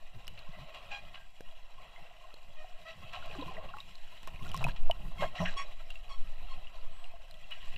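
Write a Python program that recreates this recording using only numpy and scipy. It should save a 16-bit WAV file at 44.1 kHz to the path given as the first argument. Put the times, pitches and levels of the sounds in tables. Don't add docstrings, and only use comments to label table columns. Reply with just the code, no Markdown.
import sys
import numpy as np
from scipy import signal
from scipy.fft import rfft, irfft
from scipy.io import wavfile
from scipy.ndimage import uniform_filter1d

SR = 44100
rng = np.random.default_rng(int(sys.argv[2]) if len(sys.argv) > 2 else 0)


def invert_db(level):
    return 10 ** (np.asarray(level, dtype=float) / 20)


def waveform_to_disk(signal):
    frames = np.transpose(np.atleast_2d(signal))
    scaled = np.clip(frames, -1, 1) * 32767
    samples = np.round(scaled).astype(np.int16)
    wavfile.write(sys.argv[1], SR, samples)


N = 342657


def evened(x):
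    return x / np.sqrt(np.mean(x ** 2) + 1e-20)


def read(points, hz):
    f, value = np.transpose(points)
    return np.interp(np.log(hz + 1), np.log(f + 1), value)


def curves(table, t):
    s, *columns = np.transpose(table)
    return [np.interp(t, s, c) for c in columns]


def add(mix, s, sound):
    part = mix[round(s * SR):][:len(sound)]
    part += sound[:len(part)]


def coloured(points):
    hz = np.fft.rfftfreq(N, 1 / SR)
    return evened(irfft(rfft(rng.standard_normal(N)) * invert_db(read(points, hz)), N))


# (centre [Hz], width [Hz], relative level [dB])
WALL_MODES = [(640, 76, 2.1), (711, 36.6, 3.3), (830, 24, -1.5), (1060, 76, 0), (1315, 68, -5.5),
              (1604, 53, -11), (1894, 94, -8), (2032, 58, -8), (2478, 110, -7), (2720, 142, -5),
              (2980, 93, -10), (3290, 67, -6), (3920, 240, -10), (4634, 60, -20), (5550, 250, -23.5),
              (7520, 300, -23)]
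# (frequency [Hz], relative level [dB])
WALL_BASE = [(200, -33.5), (350, -39), (900, -10), (1500, -33), (3000, -7), (3600, -44), (5000, -27.5),
             (9000, -36), (15000, -34)]


def case_response():
    hz = abs(np.fft.fftfreq(8192, 1 / SR))
    power = invert_db(read(WALL_BASE, hz)) ** 2
    for centre, width, db in WALL_MODES:
        power = power + invert_db(db) ** 2 / (1 + (2 * (hz - centre) / width) ** 2) ** 1.024
    log_gain = 0.5 * np.log(power / (power * (hz < 1500)).mean())
    phase = -signal.hilbert(log_gain).imag
    return np.fft.ifft(np.exp(log_gain + 1j * phase)).real[:4096]


def bubbles(per_s=900, spread_db=2.5, cycles=22):
    out, t = np.zeros(N), np.arange(3000) / SR
    for hz in np.geomspace(450, 12000, num=36):
        chance = per_s / 36 * hz / 2500 / SR
        strength = invert_db(spread_db * np.minimum(rng.exponential(1, N), 4))
        births = (rng.random(N) < chance) * strength
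        ring = np.sin(2 * np.pi * hz * t * (1 + 0.0026 * hz * t))
        ring *= np.exp(-t * hz * 3 / cycles) * np.minimum(t * hz / 2, 1)
        out += np.sqrt(hz) * evened(signal.oaconvolve(births, ring)[:N])
    return evened(out)


# (time [s], churning level [dB], brightness [dB])
CHURNING = [(0.0, -65, 1.5), (0.71, -57, 2), (0.95, -59.5, 3.5), (1.34, -69, 1.5), (1.71, -63, 0.5),
            (1.86, -59.5, 1), (2.6, -67.5, 1), (3.35, -55, 4.5), (3.61, -52, -1.5), (3.79, -67, 5.5),
            (4.18, -63.5, 5), (4.61, -57.5, -1.5), (4.91, -60.5, 0), (5.19, -59, 2.5), (5.43, -54.5, 3.5),
            (5.93, -64.5, 3), (6.36, -61, 2.5), (7.08, -62.5, 1), (7.31, -65, 2), (7.77, -64, 6.5)]
SPRAY_FOLLOWS, FIZZ_FOLLOWS = 0.13, 0.57


def churn(patchy_db=1.5, streaky_db=2.0, flicker_db=1.5, bubble_share=0.2):
    drive = np.sqrt(1 - bubble_share) * rng.standard_normal(N) + np.sqrt(bubble_share) * bubbles()
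    hz, t, z = signal.stft(drive, SR, nperseg=512, noverlap=384)
    a, b = rng.standard_normal(z.T.shape + (2,)).T
    patches = evened(uniform_filter1d(uniform_filter1d(a, size=6, axis=0), size=12, axis=1))
    streaks = uniform_filter1d(uniform_filter1d(b, size=60, axis=1), size=60, axis=1)
    streaks = evened(streaks - uniform_filter1d(streaks, size=9, axis=0))
    flicker = evened(uniform_filter1d(rng.standard_normal(len(t)), size=8))
    churn_db, bright_db = curves(CHURNING, t)
    follow_points = [(1300, 1), (1700, FIZZ_FOLLOWS), (4300, FIZZ_FOLLOWS), (5300, SPRAY_FOLLOWS)]
    follows = read(follow_points, hz)[:, None]
    high = read([(1300, 0), (1700, 1)], hz)[:, None]
    usual_db = np.median(churn_db)
    field_db = usual_db + follows * (churn_db - usual_db) + high * bright_db
    field_db += patchy_db * patches + streaky_db * streaks + flicker_db * flicker
    return signal.istft(z * invert_db(field_db), nperseg=512, noverlap=384)[1][:N]


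# (time [s], slow sway level [dB], flow level before lumps [dB])
CASE_MOTION = [(0.05, -41, -68.5), (0.61, -40, -63), (0.77, -47, -70), (0.92, -43.5, -62), (1.39, -45, -74),
               (1.48, -39.5, -69), (2.25, -45, -69), (2.76, -39.5, -67.5), (2.91, -50, -67),
               (3.49, -34, -55), (4.11, -43.5, -69.5), (4.69, -28, -40.5), (4.73, -36, -58),
               (4.83, -18.5, -54), (5.07, -28, -60.5), (5.24, -33.5, -46), (5.37, -47, -57),
               (5.41, -34, -40.5), (5.56, -32.5, -69.5), (6.16, -29, -67), (6.2, -23, -65),
               (6.76, -33, -68.5), (7.66, -38, -67.5), (7.72, -31, -61)]
# (frequency [Hz], relative level [dB])
SWAY_SPECTRUM = [(1, -5), (3, -3), (6, 0), (11, -4), (14, -10), (18, -18), (24, -40), (40, -90)]
THROB_SPECTRUM = [(10, -40), (18, -2), (22, 0), (33, -4), (45, -14), (60, -26), (100, -70)]
BUFFET_SPECTRUM = [(35, -36), (60, 6.5), (120, -1), (185, -2), (230, -13.5), (400, -18.5), (700, -42.5)]
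# (time [s], width [s], level [dB], frequency [Hz])
SHOVE = (4.832, .045, -16, 8)
THROB_DB, THROB_SWAY, THROB_FLOW = -53.5, 0.77, 0.18


def motion(lumpy_db=5.0):
    t = np.arange(N) / SR
    sway_db, flow_db = curves(CASE_MOTION, t)
    throb_db = THROB_DB + THROB_SWAY * (sway_db - sway_db.mean())
    throb_db += THROB_FLOW * (flow_db - flow_db.mean())
    lumps = evened(uniform_filter1d(uniform_filter1d(rng.standard_normal(N), size=2000), size=2000))
    s, width, db, hz = SHOVE
    surge = invert_db(db) * np.exp(-((t - s) / width) ** 2) * np.sin(2 * np.pi * hz * (t - s))
    rocking = invert_db(sway_db) * coloured(SWAY_SPECTRUM) + surge
    throb = invert_db(throb_db) * coloured(THROB_SPECTRUM)
    buffeting = invert_db(flow_db + lumpy_db * lumps) * coloured(BUFFET_SPECTRUM)
    return rocking + throb + buffeting


# (time [s], length [s], level [dB], start frequency [Hz], end frequency [Hz])
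THIN_TONE = (6.92, .17, -72, 7750, 8060)


def whine():
    s, length, db, start_hz, end_hz = THIN_TONE
    out, n = np.zeros(N), round(length * SR)
    hz = end_hz + (start_hz - end_hz) * np.exp(-np.linspace(0, 5, n))
    tone = np.sin(2 * np.pi * np.cumsum(hz) / SR)
    add(out, s, invert_db(db) * np.hanning(n) ** 0.077 * tone)
    return out


# (time [s], length [s], level before spread, tilt and wall [dB], rate [bursts per s])
SHOWERS = [(0.238, 0.052, -72, 130), (3.24, .32, -66.5, 700), (4.42, 0.3, -62, 660),
           (5.204, 0.056, -59, 900), (5.353, 0.19, -60, 950)]


def crackle(wall, spread_db=2.5, cycles=9, tilt=0.8):
    t, level, rate = np.arange(N) / SR, np.zeros(N), np.zeros(N)
    for s, length, db, per_s in SHOWERS:
        inside = (t > s) & (t < s + length)
        level = level + inside * invert_db(db) * np.sqrt(SR / per_s)
        rate = rate + inside * per_s
    out, u = np.zeros(N), t[:600]
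    for hz in np.geomspace(1200, 8000, num=12):
        strength = invert_db(spread_db * np.minimum(rng.exponential(1, N), 3))
        births = (rng.random(N) < rate / 12 / SR) * strength
        ring = np.exp(-u * hz * 3 / cycles) * np.sin(2 * np.pi * hz * u)
        ring /= np.linalg.norm(ring)
        out += (hz / 2500) ** tilt * signal.oaconvolve(births * level, ring)[:N]
    return signal.oaconvolve(out, wall)[:N]


# (time [s], length [s], level after the wall [dB], slip rate [Hz], harmonic the contact favours [number])
RUBS = [(0.908, .12, -46, 812.4, 2.73), (2.238, 0.019, -57, 1070, 0.84), (2.562, 0.12, -58, 618, 3.2),
        (2.851, 0.11, -51, 651, 2.9), (5.181, 0.13, -45, 1070, 2.14), (5.258, .05, -59, 1105, 4.3),
        (5.565, 0.092, -41.5, 1110, 5.16), (6.088, 0.099, -53, 1114, 4.2), (6.492, 0.079, -55, 1067, 4)]
SLIP_SAG, SLIP_UNEVEN = 0.015, 0.016


def squeaks(wall, flutter_db=4.0, favour_db=9):
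    out, k = np.zeros(N), np.arange(1, 10)[:, None]
    noises = rng.standard_normal((len(RUBS), 10, SR // 4))
    for (s, length, db, hz, favoured), noise in zip(RUBS, noises):
        n = round(length * SR)
        wander = uniform_filter1d(noise, size=200)[:, :n] * np.sqrt(200)
        rate = hz * (1 + SLIP_SAG * np.linspace(0.5, -0.5, n) + SLIP_UNEVEN * wander[0])
        turns = np.cumsum(rate) / SR
        harmonic_db = favour_db * np.exp(-(k - favoured) ** 2) + flutter_db * wander[1:]
        slips = (invert_db(harmonic_db) * np.cos(2 * np.pi * k * turns + k ** 2)).sum(0)
        swell = np.sin(np.pi * np.linspace(0, 1, n) ** 0.5) ** 1.53
        rubbed = signal.fftconvolve(slips * swell, wall)
        add(out, s, invert_db(db) * rubbed / np.sqrt(np.sum(rubbed ** 2) / n))
    return out


# (time [s], ring level [dB], ring frequency [Hz],
# ring time to -60 dB [s], crack level relative to ring, before a 5 dB cut [dB])
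CLICK_EVENTS = [(0.27, -41, 5270, 0.0092, -10), (0.2793, -31.5, 2920, 0.014, -3),
                (0.3909, -41.5, 4230, .012, -11), (0.747, -44.5, 2810, 0.085, -8),
                (1.407, -43, 490, 0.019, 4.5), (1.9614, -45.5, 2070, .047, -20),
                (1.98, -51.5, 690, 0.068, -13), (2.341, -41, 583, 0.006, -6.5),
                (2.3415, -40.5, 4130, .012, -10), (2.644, -43, 735, 0.071, -27),
                (3.134, -48, 2530, .022, 0), (3.225, -42, 1410, 0.039, -12), (3.259, -43, 726, 0.0092, 1),
                (3.351, -36.5, 1160, 0.02, -39), (3.5685, -38, 1950, .026, -16),
                (3.769, -37, 1140, .022, -11), (3.7853, -39.5, 2720, .029, -13),
                (3.8034, -35, 3780, 0.02, -19), (3.9546, -42, 4120, 0.014, -10),
                (4.231, -50, 450, 0.02, 10), (4.274, -37, 1060, 0.037, 4), (4.3602, -41.5, 2500, .018, -21),
                (4.3919, -47, 2130, 0.025, -16), (4.468, -54, 7400, .0092, 2), (4.492, -47, 5840, .0089, 2),
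                (4.5161, -34.5, 2960, 0.015, -4), (4.544, -27.5, 1070, 0.057, -3.5),
                (4.5653, -39, 5600, .0092, -1), (4.575, -37, 5170, .01, 0), (4.609, -38, 900, .015, -7),
                (4.618, -34, 900, 0.011, -6), (4.628, -26.5, 1000, 0.01, -25),
                (4.6418, -23.5, 2544, 0.041, -3.5), (4.649, -29, 690, .04, -12),
                (4.667, -26, 940, 0.028, -15), (4.685, -30.5, 1000, 0.016, -10),
                (4.9117, -22, 2960, 0.025, -14.5), (5.9044, -36, 2770, .031, -6.5),
                (5.9557, -41.5, 2700, 0.052, -12), (6.133, -49, 4300, 0.016, -15),
                (6.6443, -46.5, 2660, .034, -39), (6.6707, -42.5, 2850, .035, -39),
                (7.0423, -41.5, 2810, .032, -12), (7.137, -46, 684, 0.13, -22),
                (7.3108, -42, 4100, 0.012, -6), (7.3418, -49, 3250, 0.025, -4),
                (7.442, -46.5, 2720, .041, -23), (7.509, -46, 2740, 0.015, 1)]


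def clicks(crack_t60=0.015, brightness=0.61):
    out, t = np.zeros(N), np.arange(SR // 8) / SR
    noises = rng.standard_normal((len(CLICK_EVENTS), len(t)))
    for (s, db, hz, t60, crack_db), noise in zip(CLICK_EVENTS, noises):
        ring = invert_db(-60 * t / t60) * np.sin(2 * np.pi * hz * t) * np.minimum(t / 0.00032, 1)
        pole = np.exp(-2 * np.pi * brightness * hz / SR)
        crack = evened(signal.lfilter([1, -1], np.convolve([1, -pole], [1, -0.93]), noise))
        add(out, s, invert_db(db) * (ring + crack * invert_db(crack_db - 5 - 60 * t / crack_t60)))
    return out


# (time [s], length [s], highest glug level [dB], start frequency [Hz], end frequency [Hz])
AIR_POCKET = (3.42, .36, -49, 290, 880)
POCKET_T60, STRAY_LO_HZ, STRAY_HI_HZ = 0.049, 400, 1490


def pocket(count=14):
    start, length, db, start_hz, end_hz = AIR_POCKET
    when, late, size, loud = rng.random((count, 4)).T
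    share = (np.arange(count) + when) / count
    own_hz = start_hz * (end_hz / start_hz) ** share
    stray_hz = STRAY_LO_HZ * (STRAY_HI_HZ / STRAY_LO_HZ) ** size
    s, level_db, t60 = start + share * length, db - 6 * loud, np.full(count, POCKET_T60)
    own = list(zip(s, level_db, own_hz, t60))
    strays = list(zip(s + 0.026 * late, level_db, stray_hz, 0.43 * t60))
    return own + strays


# (time [s], level before rise and decay [dB], starting frequency [Hz],
# ring time to -60 dB [s])
LARGE_BUBBLES = [(0.489, -41, 148, .04), (.612, -43, 142, 0.059), (.922, -41, 640, 0.025),
                 (3.17, -40, 750, 0.032), (3.3, -47, 450, 0.036), (3.355, -45.5, 375, .05),
                 (3.386, -35.5, 281, 0.075), (3.395, -44.5, 1023, 0.075), (3.421, -34.5, 507, 0.025),
                 (3.425, -35, 1010, 0.028), (3.479, -38.5, 1016, 0.061), (3.51, -39.5, 760, .033),
                 (3.578, -36.5, 640, 0.062), (3.69, -44, 1090, .039), (3.737, -32.5, 1370, 0.013),
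                 (3.737, -40.5, 1076, 0.037), (3.739, -45.5, 830, 0.091), (3.782, -46.5, 1090, 0.062),
                 (4.407, -45, 1060, 0.056), (4.459, -44, 1413, 0.037), (4.547, -43, 156, .21),
                 (4.592, -36.5, 126.4, 0.22), (4.651, -28, 133.2, 0.09), (4.691, -38, 1630, 0.026),
                 (4.897, -20, 663, 0.028), (4.897, -25, 925, 0.015), (4.915, -38, 885, 0.019),
                 (5.222, -23, 588, 0.029), (5.24, -25.5, 640, 0.036), (5.399, -29.5, 171.5, 0.18),
                 (5.401, -41, 84, .11), (5.415, -35.5, 1004, 0.061), (5.422, -29, 623, 0.06),
                 (5.563, -40, 400, 0.009)]
CLIMB = 1.08


def glugs(rise_s=0.002, collapse=1.7):
    out, t = np.zeros(N), np.arange(SR // 3) / SR
    for s, db, hz, t60 in LARGE_BUBBLES + pocket():
        turns = np.cumsum(hz * CLIMB ** (t * 10)) / SR
        envelope = invert_db(db - 60 * (t / t60) ** collapse) * (1 - np.exp(-t / rise_s))
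        add(out, s, envelope * np.sin(2 * np.pi * turns))
    return out


# (time [s], length [s], level after the wall [dB], centre [Hz], breadth [octaves])
SLAPS = [(.371, 0.04, -55, 2490, 0.82), (.514, 0.13, -63.5, 2010, 0.05), (.735, 0.081, -55, 2730, 1.2),
         (.896, 0.11, -52, 2600, 1.05), (1.137, 0.064, -52.5, 2430, 0.98), (1.149, 0.14, -67, 1613, 0.025),
         (2.875, 0.085, -56.5, 3420, 1), (3.125, 0.083, -47, 2220, 1.08), (3.41, 0.028, -52.5, 3600, 0.2),
         (4.274, .025, -54, 1520, 5.1), (4.425, 0.073, -66, 2410, 1), (4.531, .19, -58, 4540, 0.73),
         (4.603, .051, -49, 930, .63), (4.675, 0.044, -49, 1970, 5.3), (4.759, 0.027, -53.5, 3360, 0.81),
         (5.2, 0.07, -45.5, 2500, 9.2), (5.215, 0.06, -37.5, 830, 1.04), (5.225, 0.031, -44.5, 1640, 0.067),
         (5.345, 0.13, -53, 2800, 1.3), (5.355, .038, -48, 634, 0.14), (5.38, 0.17, -62.5, 5760, 0.1),
         (5.381, 0.03, -45, 1940, 0.11), (5.393, 0.096, -42.5, 790, 1), (5.446, .084, -45, 1660, 0.099),
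         (5.447, 0.074, -42, 2260, 0.49), (5.57, .1, -49, 2047, 0.33), (5.895, 0.054, -58, 3740, .51),
         (7.502, 0.086, -52, 2400, 0.76), (7.508, 0.071, -49, 2920, 0.012), (7.6, .054, -59, 3230, .17),
         (7.601, .2, -63, 3300, 1.3), (7.76, 0.011, -45, 2770, 0.55)]
SPLASH_RISE = 0.14


def splashes(wall, grainy_db=2.5):
    out = np.zeros(N)
    noises = rng.standard_normal((len(SLAPS), 2, SR // 4))
    for (s, length, db, centre, octaves), (noise, lumps) in zip(SLAPS, noises):
        hz = np.fft.rfftfreq(len(noise), 1 / SR)
        band = np.exp(-0.5 * (np.log2((hz + 1) / centre) / octaves) ** 2)
        n = round(length * SR)
        shape = np.interp(np.linspace(0, 1, n), [0, SPLASH_RISE, 1], [0, 1, 0]) ** 1.39
        grain = invert_db(grainy_db * evened(uniform_filter1d(lumps, size=150)))
        rush = irfft(rfft(noise) * band, len(noise)) * grain
        puff = signal.fftconvolve(rush[:n] * shape, wall)
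        add(out, s, invert_db(db) * puff / np.sqrt(np.sum(puff ** 2) / n))
    return out


def scene():
    wall = case_response()
    water = signal.oaconvolve(churn(), wall)[:N] + splashes(wall) + crackle(wall)
    return (water + motion() + clicks() + glugs() + squeaks(wall) + whine())[None]


def low_pass(x):
    return signal.sosfilt(signal.butter(12, 15620, fs=SR, output="sos"), x)


HISS_DB = -83


def record(dry):
    hissy = dry + invert_db(HISS_DB) * rng.standard_normal(dry.shape)
    edge = signal.firwin(1201, 15300, window=("kaiser", 8), fs=SR)
    return low_pass(signal.oaconvolve(hissy, edge[None], "same"))


dry = scene()
out = record(dry)
waveform_to_disk(out)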